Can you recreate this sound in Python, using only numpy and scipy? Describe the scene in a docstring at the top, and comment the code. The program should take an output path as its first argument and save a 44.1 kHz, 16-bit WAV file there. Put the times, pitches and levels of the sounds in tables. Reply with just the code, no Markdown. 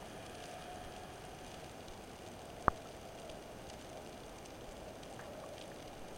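"""Open sea, heard from a camera in a watertight housing while a diver drifts up to the surface.
Snapping shrimp crackle far below a dull, hollow wash of water, with stray bubbles and soft shoves.
A faint whir swells and is gone by about 2 s. At 2.7 s something knocks once on the housing, and then
the water's hollow ring slowly sinks in pitch. Past 5 s a cloud of small bubbles breaks loose,
and at the very end the waves overhead buffet the housing."""
import sys
import numpy as np
from scipy import signal
from scipy.fft import rfft, irfft, next_fast_len
from scipy.io import wavfile
from scipy.ndimage import map_coordinates

SR = 44100
rng = np.random.default_rng(int(sys.argv[2]) if len(sys.argv) > 2 else 0)


def materialize(psi):
    """Save the field psi as 16-bit PCM at rate SR to the path in sys.argv[1].

    A 1-D psi becomes a single channel; in a 2-D psi each row is a channel.
    """
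    bounded = np.clip(np.atleast_2d(psi).T, -1, 1)
    quanta = np.round(bounded * 32767).astype(np.int16)
    wavfile.write(sys.argv[1], SR, quanta)


N = 272097
TIME = np.arange(N) / SR


def amp(db):
    """Decibels to gain."""
    return 10 ** (np.asarray(db) / 20)


def unit(x):
    """Scale to rms 1."""
    return x / np.sqrt(np.mean(x ** 2) + 1e-20)


def along(points, hz):
    """Read an EQ curve on a log frequency axis."""
    freqs, levels = np.transpose(points)
    return np.interp(np.log(hz + 1), np.log(freqs + 1), levels)


def bell(hz, centre, width):
    """A resonant peak of height 1."""
    return 1 / (1 + (2 * (hz - centre) / width) ** 2)


def wobble(rate):
    """A smooth random curve, rate knots a second."""
    return map_coordinates(rng.standard_normal(int(N * rate / SR) + 4), [TIME * rate])


def swell(peak_s, rise_s, fall_s, hold_s=0):
    """A gain that rises smoothly to 1, holds and falls away."""
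    before, after = np.minimum(TIME - peak_s, 0), np.maximum(TIME - peak_s - hold_s, 0)
    return np.exp(-(before / rise_s) ** 2 - (after / fall_s) ** 2)


def filtered(x, response):
    """Shape x with a frequency response."""
    size = next_fast_len(N + SR // 2)
    return irfft(rfft(x, size) * response(np.fft.rfftfreq(size, 1 / SR)), size)[:N]


def noise(response):
    """Coloured noise of rms 1."""
    return unit(filtered(rng.standard_normal(N), response))


def add(track, s, sound):
    """Mix a sound into the track from time s on."""
    part = track[max(0, round(s * SR)):][:len(sound)]
    part += sound[:len(part)]


def wash(level_db, flutter_db):
    """Dull, steady noise of moving water."""
    # the water's tone: (frequency [Hz], level [dB])
    water_eq = [(10, -7), (30, 0), (90, 0), (200, -1), (270, -1.5), (340, -0.5), (450, -1), (600, -3),
                (790, -1.5), (880, -7), (1000, -11.5), (1500, -14), (2200, -23), (5000, -37.5)]
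    return amp(level_db + flutter_db * wobble(22)) * noise(lambda hz: amp(along(water_eq, hz)))


def hollow_ring(start_hz, sink_from_s, sink_hz_per_s, width_hz, skirt_hz, rest_db):
    """A resonance in the wash swells and fades; its pitch holds, then sinks."""
    # surges of the ring: (peak time [s], rise [s], fall [s], level [dB])
    surges = [(.55, .45, .3, -56.5), (2.7, 0.33, .4, -55), (3.36, 0.29, .25, -55.5),
              (3.98, 0.15, 0.021, -54.5), (4.9, 0.23, .17, -56.5), (5.46, 0.32, .38, -53.5)]
    power = amp(rest_db) ** 2 + sum((amp(db) * swell(s, rise, fall)) ** 2 for s, rise, fall, db in surges)
    centre_hz = start_hz - sink_hz_per_s * np.maximum(TIME - sink_from_s, 0)
    phase = 2 * np.pi * np.cumsum(centre_hz) / SR
    band = lambda hz: np.sqrt(bell(hz, 0, width_hz)) / (1 + (hz / skirt_hz) ** 4)
    return np.sqrt(power) * unit(noise(band) * np.cos(phase) + noise(band) * np.sin(phase))


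def through_walls(x):
    """The colour that snaps take on inside the housing."""
    # the crackle's overall tone: (frequency [Hz], level [dB])
    crackle_eq = [(300, -29), (900, -5.5), (1500, -1.5), (2100, 0), (3200, -4.5), (4000, -4.5), (6000, -6),
                  (7800, -10.5), (9800, -13.5), (11500, -15.5), (16000, -18.5)]
    # treble resonances of the housing: (centre [Hz], width [Hz], lift [dB])
    wall_peaks = [(1550, 200, 3.5), (2393, 140, 6), (2856, 197, 6.5), (3286, 650, 5.5), (4760, 180, 5),
                  (6240, 460, 6.5), (8670, 600, 7), (9730, 990, 3.5)]
    lift = lambda hz: sum(db * bell(hz, centre, width) for centre, width, db in wall_peaks)
    return filtered(x, lambda hz: unit(amp(along(crackle_eq, hz) + lift(hz))))


def snap_colour(dull, bright):
    """Snaps span about 2-10 kHz: a dull layer crosses over to a bright one at 6.5 kHz."""
    treble = lambda hz: 1 / (1 + (6500 / (hz + 1)) ** 6)
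    middle = lambda hz: (1 - treble(hz)) / (1 + (2100 / (hz + 1)) ** 6)
    top = lambda hz: treble(hz) / (1 + (hz / 10500) ** 12)
    return through_walls(filtered(dull, middle) + filtered(bright, top))


def reef_level(start_db, fade_db_per_s):
    """The crackle's level in dB: it fades as the diver rises, with a few flurries."""
    # many shrimp snapping together: (time [s], lift [dB])
    flurries = [(.48, 2.5), (1.53, 2), (3.72, 1), (5.6, 1)]
    lift_db = sum(db * swell(s, rise_s=0.1, fall_s=0.16) for s, db in flurries)
    return start_db - fade_db_per_s * TIME + lift_db


def shrimp_bed(level_db, far_db, per_second, spread_db, colour_db, scatter_t60):
    """Countless snaps, each smeared over a few ms; the farthest merge into a hiss."""
    t = np.arange(SR // 40) / SR
    sizes = amp(spread_db * np.minimum(rng.standard_normal(N), 1.7))
    sizes *= rng.random(N) < per_second / SR
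    tilt = amp(colour_db * (2 * rng.random(N) - 0.5))  # some snaps are duller, some brighter
    scatter = t * amp(-60 * t / scatter_t60) ** 2  # power arriving by many paths
    envelope = lambda size: np.sqrt(np.abs(signal.fftconvolve(size ** 2, scatter)[:N]))
    dull = envelope(sizes / tilt) * rng.standard_normal(N)
    bright = envelope(sizes * tilt) * rng.standard_normal(N)
    far = unit(through_walls(rng.standard_normal(N)))
    return amp(level_db) * (amp(far_db) * far + unit(snap_colour(dull, bright)))


def whir(hum_hz, hum_db, whine_db, peak_s, rise_s, end_s, fade_db_per_s):
    """A wavering, throbbing hum swells and dies away under narrow whining bands."""
    # bands of the whine: (centre [Hz], width [Hz], level [dB])
    whine_bands = [(1246, 190, 0), (1660, 300, 2.5), (2495, 130, -0.5), (2980, 150, -5), (3244, 115, 0.5),
                   (4340, 67, -16), (5330, 170, -21), (9700, 970, -11.5)]
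    fade = amp(-fade_db_per_s * np.maximum(TIME - peak_s, 0))
    envelope = lambda rise: fade * swell(peak_s, rise, fall_s=0.2, hold_s=end_s - peak_s)
    throb_db = 2.5 * np.cos(2 * np.pi * 4.2 * (TIME - 0.747))
    pitch_hz = hum_hz + 6.03 * wobble(30.1)
    flutter_db = 2 * wobble(16.87)
    tone = np.sin(2 * np.pi * np.cumsum(pitch_hz) / SR)
    hum = amp(hum_db + throb_db + flutter_db) * envelope(rise_s) * tone
    whine = noise(lambda hz: sum(amp(db) * bell(hz, centre, width) for centre, width, db in whine_bands))
    whine_envelope = envelope(rise_s + 0.6) ** 0.73  # comes up earlier than the hum and swings less
    return hum + amp(whine_db) * whine_envelope * whine


def bubbles(cloud, glide, attack_s, roughness):
    """Stray bubbles and those of the cloud ring briefly and unevenly, rising a little in pitch."""
    # single bubbles: (time [s], pitch [Hz], level [dB], t60 [s])
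    strays = [(.027, 780, -33.5, 0.013), (1.955, 970, -41, 0.0089), (2.856, 1300, -46, 0.047),
              (3.975, 614, -40, .07), (5.35, 1510, -51.5, .06), (5.438, 1080, -41, 0.035),
              (5.716, 1630, -44.5, 0.028)]
    track, t = np.zeros(N), np.arange(SR // 6) / SR
    for s, hz, db, t60 in list(strays) + cloud:
        pitch = hz * (1 + glide * np.minimum(t / t60, 1) + roughness * rng.standard_normal(len(t)))
        envelope = amp(db - 60 * t / t60) * (1 - np.exp(-t / attack_s))
        add(track, s, envelope * np.sin(2 * np.pi * np.cumsum(pitch) / SR))
    return track


def near_shrimp(trim_db, t60, direct_db, neutral_db):
    """Each near snap comes twice within a few ms: directly, then off the rippled surface."""
    # the nearest snaps: (time [s], level [dB], brightness [dB])
    snaps = [(0.2625, -41.5, -18), (0.3493, -42.5, -15), (0.4383, -39.5, -21), (0.4554, -42, -14),
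             (0.512, -43.5, -15), (1.515, -41.5, -24), (1.541, -41.5, -25), (1.8818, -39, -28),
             (2.6228, -43.5, -11), (2.7726, -41.5, -20), (3.1973, -47, -8), (3.297, -38.5, -19),
             (3.699, -35.5, -19.5), (3.7364, -42, -20), (3.812, -41, -21), (4.3834, -43, -14),
             (4.4559, -41.5, -6), (5.0314, -38.5, -18), (5.5802, -39, -31), (5.6128, -36, -35),
             (5.8233, -41.5, -19), (5.877, -40, -28)]
    dull, bright, t = np.zeros(N), np.zeros(N), np.arange(SR // 40) / SR
    for s, db, bright_db in snaps:
        half_gap = rng.uniform(0.00086, 0.0023)
        for offset, path_db in [(-half_gap, direct_db), (half_gap, 0)]:
            burst = amp(db + trim_db + path_db - 60 * t / t60) * rng.standard_normal(len(t))
            add(dull, s + offset, burst)
            add(bright, s + offset, burst * amp(np.minimum(bright_db - neutral_db, 8)))
    return snap_colour(dull, bright)


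def shoves(push_s):
    """Each eddy presses on the housing and lets go."""
    # soft shoves of water: (time [s], level [dB])
    eddies = [(0.859, -44.5), (1.902, -44), (2.695, -43), (3.299, -46), (4.684, -44)]
    track, age = np.zeros(N), np.arange(SR // 8) / SR / push_s
    for s, db in eddies:
        add(track, s, amp(db) * 2 * age * (2 - age) * np.exp(-age))
    return track


def knock(at_s, gain_db, push_db, push_s, soft_hz, leak_hz):
    """A blunt blow rings the housing and squeezes the air in it; the pressure then leaks away."""
    # modes of the housing: (frequency [Hz], level [dB], t60 [s])
    modes = [(1174, 0, .0105), (780, -17, .022), (1400, -16, .009)]
    track, t = np.zeros(N), np.arange(SR // 10) / SR
    ring = sum(amp(db - 60 * t / t60) * np.sin(2 * np.pi * hz * t) for hz, db, t60 in modes)
    squeeze = amp(push_db) * np.exp(-t / push_s)
    add(track, at_s, amp(gain_db) * (ring + squeeze))
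    return filtered(track, lambda hz: 1j * hz / (leak_hz + 1j * hz) / (1 + (hz / soft_hz) ** 8))


def bubble_cloud(at_s, length_s, count, centre_hz, spread_octaves, level_db, fade_db, t60):
    """Rows for bubbles(): a cloud breaks loose, crowded at first, then sparser and fainter."""
    ages = (np.arange(count) / count) ** 2
    pitches = centre_hz * 2 ** (spread_octaves * rng.uniform(-1.02, 1, count))
    return [(at_s + length_s * age, hz, level_db - fade_db * np.sqrt(age), t60)
            for age, hz in zip(ages, pitches)]


def surface_sway(peak_s, level_db, corner_hz):
    """Slow pressure swings from the waves overhead."""
    rumble = noise(lambda hz: hz / (1 + (hz / corner_hz) ** 3))
    return amp(level_db) * swell(peak_s, rise_s=0.05, fall_s=1) * rumble


def scene():
    """Water, whir, shrimp and the knock over the microphone's own hiss."""
    water = wash(level_db=-51.5, flutter_db=0.1)
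    water += hollow_ring(start_hz=657.7, sink_from_s=2.9, sink_hz_per_s=24,
                         width_hz=81, skirt_hz=204, rest_db=-62)
    cloud = bubble_cloud(at_s=5.192, length_s=0.14, count=18, centre_hz=1240, spread_octaves=0.64,
                         level_db=-44, fade_db=9, t60=0.029)
    water += bubbles(cloud, glide=0.041, attack_s=0.0005, roughness=0.69)
    water += shoves(push_s=0.0063)
    water += surface_sway(peak_s=5.96, level_db=-49, corner_hz=6)
    drone = whir(hum_hz=729, hum_db=-51.5, whine_db=-60,
                 peak_s=0.67, rise_s=0.4, end_s=1.66, fade_db_per_s=10.5)
    reef_db = reef_level(start_db=-64.5, fade_db_per_s=0.2)
    shrimp = shrimp_bed(reef_db, far_db=3, per_second=170, spread_db=5.5, colour_db=4, scatter_t60=0.0088)
    shrimp += near_shrimp(trim_db=-2.5, t60=0.016, direct_db=-8, neutral_db=-16)
    hiss = amp(-74) * rng.standard_normal(N)
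    blow = knock(at_s=2.6818, gain_db=-9.2, push_db=-12.5, push_s=0.0026, soft_hz=1850, leak_hz=4.5)
    return (water + drone + shrimp + hiss + blow)[None]


def record(dry):
    """The camera keeps nothing above 16 kHz."""
    return filtered(dry[0], lambda hz: hz < 16000)[None]


dry = scene()
out = record(dry)
materialize(out)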